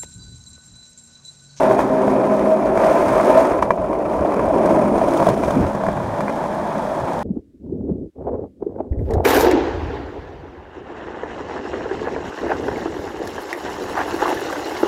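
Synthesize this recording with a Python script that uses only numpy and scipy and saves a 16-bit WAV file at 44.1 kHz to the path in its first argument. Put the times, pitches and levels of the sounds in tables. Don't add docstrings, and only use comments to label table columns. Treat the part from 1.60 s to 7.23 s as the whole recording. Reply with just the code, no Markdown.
import sys
import numpy as np
from scipy import signal
from scipy.fft import rfft, irfft, next_fast_len
from scipy.io import wavfile
from scipy.ndimage import map_coordinates

SR = 44100
rng = np.random.default_rng(int(sys.argv[2]) if len(sys.argv) > 2 else 0)


def transcribe(signal):
    frames = np.atleast_2d(signal).T
    limited = np.clip(frames, -1, 1)
    pcm = np.round(limited * 32767).astype(np.int16)
    wavfile.write(sys.argv[1], SR, pcm)


N = 248267
TIME = np.arange(N) / SR
BEND_START_S, BEND_END_S = 2.98, 3.92

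# time in seconds, level in dB.
ROUGHNESS = [(0, -14), (.15, -17.5), (.27, -21.5), (.5, -17.5), (.8, -18.5), (1.09, -18.5), (1.28, -14),
             (1.54, -16), (1.72, -13), (1.9, -17), (2.17, -23), (2.6, -19), (2.9, -18), (3.1, -14.5),
             (3.3, -18), (3.68, -16.5), (3.79, -22.5), (3.95, -20), (4.12, -25), (5.63, -24)]
# time in seconds, grit level in dB.
SANDINESS = [(0, -46), (.05, -45.5), (.09, -48.5), (.13, -43), (.17, -53), (.205, -43), (.26, -51),
             (.43, -52.5), (.5, -47.5), (.57, -52), (.85, -49), (1.0, -51.5), (1.1, -53), (1.25, -43),
             (1.6, -44), (1.81, -42), (2.0, -53), (2.13, -57.5), (2.39, -57), (2.54, -52.5), (2.92, -52),
             (3.1, -47), (3.32, -50.5), (3.56, -44.5), (3.7, -45), (3.77, -48.5), (3.88, -46), (4.2, -53),
             (5.63, -50.5)]
# frequency in Hz, level in dB.
GRIT_TONE = [(1500, -8.5), (3200, 4), (4100, -1), (4700, -0.5), (5300, 1), (6700, 0.5), (7600, -3.5),
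             (9700, -2.5), (10450, -11), (11200, -8), (13000, -11.5), (15700, -15)]


def amp(db):
    return 10 ** (np.asarray(db) / 20)


def unit(x):
    return x / np.sqrt(np.mean(x ** 2) + 1e-20)


def curve(rows):
    return np.interp(TIME, *np.transpose(rows))


def wobble(rate):
    return map_coordinates(rng.standard_normal(int(N * rate / SR) + 4), [TIME * rate])


def filtered(x, response):
    size = 2 * next_fast_len((N + SR // 2) // 2)
    return irfft(rfft(x, size) * response(np.fft.rfftfreq(size, 1 / SR)), size)[:N]


def shaped(x, tone):
    def response(hz):
        row_hz, db = np.transpose(tone)
        cepstrum = irfft(np.log(amp(np.interp(np.log(hz + 1), np.log(row_hz), db))))
        half = len(cepstrum) // 2
        cepstrum[1:half] *= 2
        cepstrum[half + 1:] = 0
        return np.exp(rfft(cepstrum))
    return filtered(x, response)


def add(track, start_s, sound):
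    part = track[max(0, round(start_s * SR)):][:len(sound)]
    part += sound[:len(part)]


def after(s, shift_s=0.27):
    return np.clip(0.5 + (TIME - s) / shift_s, 0, 1)


def ride(usual_rough_db=-16.5, usual_grit_db=-52.5):
    lean = after(BEND_START_S) - after(BEND_END_S)
    return curve(ROUGHNESS) - usual_rough_db, curve(SANDINESS) - usual_grit_db, lean


def pavement(rate, spread_db, stony):
    sizes = amp(spread_db * np.minimum(rng.standard_normal(N), 2))
    stones = (rng.random(N) < rate / SR) * rng.choice([-1, 1], N) * sizes
    return np.sqrt(stony) * unit(stones) + np.sqrt(1 - stony) * rng.standard_normal(N)


def ring(notes, t):
    out = np.zeros(len(t))
    for k, (hz, db, fade_s) in enumerate(notes):
        fade = amp(db + rng.normal(0, 0.41) - 60 * t / fade_s)
        wave = np.sin(2 * np.pi * hz * rng.normal(1, 0.034) * t)
        out += (-1) ** k * fade * wave
    return out


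def traffic(gain_db=-1):
    # time in seconds, level in dB.
    loudness = [(0, -23), (2.4, -59), (3.6, -61), (4.2, -27.5), (4.7, -26), (5.63, -25.5)]
    # frequency in Hz, level in dB.
    tone = [(60, -16), (205, 5), (380, -7), (900, 3.5), (1300, -15.5), (1700, -11.5), (2700, -39),
            (3300, -26), (4600, -34.5), (6000, -37.5), (9500, -41), (12000, -50), (15000, -73)]
    return amp(curve(loudness) + gain_db) * unit(shaped(rng.standard_normal(N), tone))


def wind(gain_db=-1, gust_width=1.4):
    # time in seconds, level in dB.
    breeze = [(0, -37), (2.2, -34.5), (2.9, -32), (4.3, -33.5), (4.8, -41.5), (5.63, -36.5)]
    # frequency in Hz, level in dB.
    tone = [(15, -69), (30, -15), (47, 0.5), (70, -2), (105, -6.5), (135, -3), (200, -3), (350, -15),
            (900, -64), (3000, -100)]
    # time of a gust's peak in seconds, level in dB, half length in seconds, pitch in Hz.
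    gusts = [(1.5, -29.5, 0.043, 150), (2.037, -33.5, 0.044, 66), (2.612, -24.5, 0.017, 65),
             (2.885, -30.5, .03, 60), (3.605, -27, 0.025, 155), (3.7, -21.5, 0.025, 161),
             (3.977, -15.5, 0.027, 200), (4.026, -18.5, 0.027, 270), (4.027, -19.5, 0.027, 85),
             (4.366, -28.5, 0.053, 142), (4.49, -27, 0.045, 114), (5.44, -29, 0.023, 130)]
    lumpy_air = rng.standard_normal(N) * amp(3 * wobble(22.14))
    out = amp(curve(breeze) + gain_db) * unit(shaped(lumpy_air, tone))
    for peak_s, db, half_s, hz in gusts:
        band = signal.butter(2, [hz / gust_width, hz * gust_width], "bandpass", fs=SR, output="sos")
        swell = np.exp(-((TIME - peak_s) / half_s) ** 2 / 2)
        thump = unit(swell * signal.sosfilt(band, rng.standard_normal(N)))
        out += amp(db) * np.sqrt(np.mean(swell ** 2)) * thump
    return out


def tunnel_drone(gain_db=-1, waver_db=3.5, pitch_drift=0.005):
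    # a note's pitch in Hz, level in dB, loudest moment in seconds, half length in seconds.
    notes = [(128, -37.5, 0.4, 0.89), (148.8, -41, 0.4, .6), (207.5, -28.5, 0.64, 0.82),
             (253.3, -28, 0.52, 0.44), (266.3, -24, 0.45, 0.5), (395.7, -24, 0.41, 0.23),
             (525, -30, 0.35, 0.6), (633, -23.5, 0.39, 0.5), (632.4, -16.5, 0.917, 0.16),
             (391, -33, 1.58, 0.2)]
    out = np.zeros(N)
    for hz, db, peak_s, half_s in notes:
        phase = 2 * np.pi * np.cumsum(hz * (1 + pitch_drift * wobble(18))) / SR
        waver = unit(amp(waver_db * np.tanh(wobble(20.76))))
        swell = np.exp(-((TIME - peak_s) / half_s) ** 2)
        out += amp(db + gain_db) * waver * swell * unit(np.sin(phase))
    return out


def tunnel_echo(x, first_echo_s=0.019, flutter_hz=128.3, bounce=0.75, dull_above_hz=1800):
    # time in seconds, share of echo from 0 to 1.
    enclosure = [(0, 0.46), (.9, 0.13), (1.2, 0.27), (1.8, 0.3), (2.1, 0)]

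    def flutter(hz):
        first_echo = np.exp(-2j * np.pi * hz * first_echo_s)
        round_trip = np.exp(-2j * np.pi * hz / flutter_hz)
        kept = bounce / (1 + (hz / dull_above_hz) ** 4)
        return first_echo / (1 - kept * round_trip)
    share = curve(enclosure)
    echo = np.std(x) * unit(filtered(x, flutter))
    return np.sqrt(1 - share) * x + np.sqrt(share) * echo


def bearings(load, patches_db, sag_hz=200):
    # frequency in Hz, level in dB.
    tone = [(6000, -34), (8000, -18), (8700, 3), (9450, 13), (9950, -2), (10450, -20), (14000, -43)]
    rough_db, grit_db, lean = ride()
    level_db = -61 + 0.94 * rough_db + 0.4 * grit_db + 0.73 * patches_db
    level_db += 4 * lean - 11 * after(BEND_END_S)
    rattle_db = 6 * np.tanh(wobble(190))
    sizzle = shaped(rng.standard_normal(N) * amp(load + rattle_db), tone)
    sag = np.exp(-2j * np.pi * np.cumsum(sag_hz * lean) / SR)
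    ringing = np.real(signal.hilbert(sizzle, next_fast_len(N))[:N] * sag)
    return amp(level_db) * unit(ringing)


def sand(load, patches_db, tick_fade_s=0.009):
    # frequency in Hz, level in dB.
    crunch_tone = [(3000, -2), (5500, -10), (9500, -2), (10450, -22), (11500, -7), (15700, -6)]
    grit_db = curve(SANDINESS) + patches_db
    fine_grains = pavement(rate=1200, spread_db=2.5, stony=0.11)
    hiss = unit(shaped(fine_grains * amp(0.68 * load), GRIT_TONE))
    t = np.arange(SR // 100) / SR
    big_grains = np.abs(pavement(rate=130, spread_db=3, stony=1))
    crushing = signal.fftconvolve(big_grains, amp(-60 * t / tick_fade_s))[:N]
    ticks = unit(shaped(crushing * rng.standard_normal(N), GRIT_TONE))
    splits = pavement(rate=1400, spread_db=-1, stony=0.42)
    crunch = unit(shaped(splits * amp(1.2 * load), crunch_tone))
    crunch_db = -50 + 2.4 * (grit_db - grit_db.max())
    return amp(grit_db) * (hiss + amp(-5) * ticks) + amp(crunch_db) * crunch


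def bumps(gain_db=-2, fade_s=0.011, rise_share=0.21):
    # start in seconds, level in dB, length in seconds, pitch in Hz.
    booms = [(0.092, -10, 0.027, 393), (0.721, -15, 0.043, 630), (1.314, -8, 0.013, 654),
             (1.668, -10, 0.0029, 694), (1.696, -2, 0.0093, 633), (1.773, -1, 0.014, 657),
             (1.79, -2.5, 0.02, 661), (3.123, -15, 0.0072, 610), (3.668, -3.5, 0.0066, 667),
             (4.275, -17.5, 0.021, 195)]
    t = np.arange(SR // 6) / SR
    out = np.zeros(N)
    for start_s, db, length_s, hz in booms:
        rise = np.clip(t / (rise_share * length_s), 0, 1)
        fade = amp(-60 * np.maximum(t - length_s, 0) / fade_s)
        drift = np.cumsum(rng.normal(0, 0.019, len(t)))
        add(out, start_s, amp(db + gain_db) * rise * fade * np.sin(2 * np.pi * hz * t + drift))
    return out


def joints(gain_db=-1, crack_fade_s=0.018, crush_s=0.0011, click_fade_s=0.05):
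    # start in seconds, levels of the clack, thud and click in dB,
    # extra brightness of the clack in dB per octave, treble limit of the blow in Hz.
    blows = [(0.031, -22, -27, -30.5, -2, 3480), (0.11, -18, -7, -36, 2, 2400),
             (0.191, -12, -9, -31, 2, 2150), (0.203, -17, -31, -32, 3, 2100),
             (.479, -18, -6, -38, -2, 2000), (1.174, -19, -6, -33, 4, 2600),
             (1.201, -19, -28, -44, -6, 2480), (1.423, -22, -13, -45, 0, 2400),
             (1.598, -18, -20, -42, 5, 2500), (2.0235, -27, -20, -27.5, -4, 2900),
             (2.0256, -10, -25, -38, -1.5, 2920), (2.1055, -9, -6, -33.5, 2.5, 2270),
             (2.314, -30, -14, -54, -13, 2000), (2.33, -23, -23, -40, 1.5, 2600),
             (2.651, -35, -17, -53, -6, 2000), (2.794, -17, -14, -42, -1, 2400),
             (3.058, -20, -12, -33, 1, 2000), (3.356, -22, -8.5, -40, -5, 2000),
             (3.379, -30, -6, -34, 0, 2000), (3.483, -21, -7, -31, -5, 2400),
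             (3.601, -17, -14, -33, -7, 2110), (3.626, -11, -10, -32, -12, 1800),
             (3.666, -22, -22, -29, -3, 2000), (3.687, -16, -5, -24, -11, 2400),
             (3.835, -19.5, -15, -34, 3.5, 3000), (3.881, -22, -8, -35, 3, 2100),
             (3.906, -22, -6.5, -30, 0, 1800), (4.148, -26, -13, -37, 13, 1700),
             (4.236, -22, -11, -39, 2, 1810), (4.265, -19, -23, -37, 8, 1850),
             (4.285, -22.5, -8, -39, 10, 1917), (4.375, -30, -14, -53, 4, 1520),
             (4.402, -24, -18, -49, 2, 2000), (4.605, -21, -27, -32.5, 8, 2000),
             (4.68, -21.5, -30, -40, 11, 2100), (4.695, -27, -19, -39, 9, 2200)]
    # pitch in Hz, level in dB, seconds to fade by 60 dB.
    deck_notes = [(213, -20, 0.024), (332, -10.5, 0.035), (636, 2.5, 0.028), (816, -11.5, 0.031)]
    truck_notes = [(973, 10, 0.017), (1160, 2.5, 0.017), (1350, -8.5, 0.028), (1690, -7.5, 0.025),
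                   (1990, -11, 0.027), (2375, -15.5, 0.069), (3120, -23, 0.034)]
    lowest_hz = truck_notes[0][0]
    t = np.arange(SR // 8) / SR
    knocks, clicks = np.zeros((2, N))
    for start_s, clack_db, thud_db, click_db, tilt_db, limit_hz in blows:
        tilted = [(hz, db + tilt_db * np.log2(hz / lowest_hz), fade_s) for hz, db, fade_s in truck_notes]
        thud = amp(thud_db) * ring(deck_notes, t)
        clack = amp(clack_db + gain_db) * ring(tilted, t)
        crack = amp(clack_db - 7 - 60 * t / crack_fade_s) * rng.standard_normal(len(t))
        cushion = signal.butter(6, limit_hz, fs=SR, output="sos")
        add(knocks, start_s, signal.sosfilt(cushion, thud + clack + crack))
        rise = np.minimum(t / crush_s, 1)
        fade = amp(click_db + gain_db - 60 * t / click_fade_s)
        add(clicks, start_s, rise * fade * rng.standard_normal(len(t)))
    return knocks + shaped(clicks, GRIT_TONE)


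def rolling(load):
    # frequency in Hz, level in dB.
    hum_tone = [(20, -63), (70, -55), (120, -11), (165, -6), (205, 3), (245, -2.5), (300, -9.5), (500, -59),
                (2000, -100)]
    flex_tone = [(60, -55.5), (170, -27), (240, -16), (280, -1.5), (385, -1), (450, -5.5), (560, -23),
                 (1000, -63.5), (3000, -100)]
    roar_tone = [(100, -51.5), (330, -36.5), (450, -9), (520, -1.5), (580, 3), (660, 3), (730, -4.5),
                 (820, -7), (1010, -6.5), (1100, -15.5), (1300, -27.5), (1700, -34.5), (3000, -50),
                 (6000, -100)]
    chatter_tone = [(600, -45), (1000, -0.5), (1300, 4.5), (1650, 0.5), (2050, -6), (2400, -6.5),
                    (2800, -18.5), (3500, -26.5), (5000, -31.5), (9000, -84.5)]
    rough_db, grit_db, lean = ride()
    humps = pavement(rate=500, spread_db=4, stony=0.26)
    hum_db = -29.5 + 0.45 * rough_db + 5 * lean + 2.7 * wobble(5.57)
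    flex_db = -22 + 0.84 * rough_db + lean - 5 * after(BEND_END_S)
    roar_db = curve(ROUGHNESS) - 1
    chatter_db = -33.5 + 0.65 * rough_db + 0.59 * grit_db - 2 * lean
    hum = amp(hum_db) * unit(shaped(rng.standard_normal(N), hum_tone))
    flex = amp(flex_db) * unit(shaped(humps * amp(0.69 * load), flex_tone))
    stones = pavement(rate=800, spread_db=3, stony=0.38)
    roar = amp(roar_db) * unit(shaped(stones * amp(0.65 * load), roar_tone))
    chatter = amp(chatter_db) * unit(shaped(stones * amp(2.05 * load), chatter_tone))
    return hum + flex + roar + chatter


def scene():
    load = wobble(110)
    rumble = rolling(load)
    patches_db = 0.5 * wobble(27)
    board = tunnel_echo(rumble) + sand(load, patches_db) + bearings(load, patches_db)
    return (board + tunnel_drone() + joints() + bumps() + traffic() + wind())[None]


def record(dry, ceiling=1.1, top_hz=15780):
    rounded = dry[0] / (1 + np.abs(dry[0] / ceiling) ** 8) ** (1 / 8)
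    return filtered(rounded, lambda hz: hz < top_hz)[None]


dry = scene()
out = record(dry)
transcribe(out)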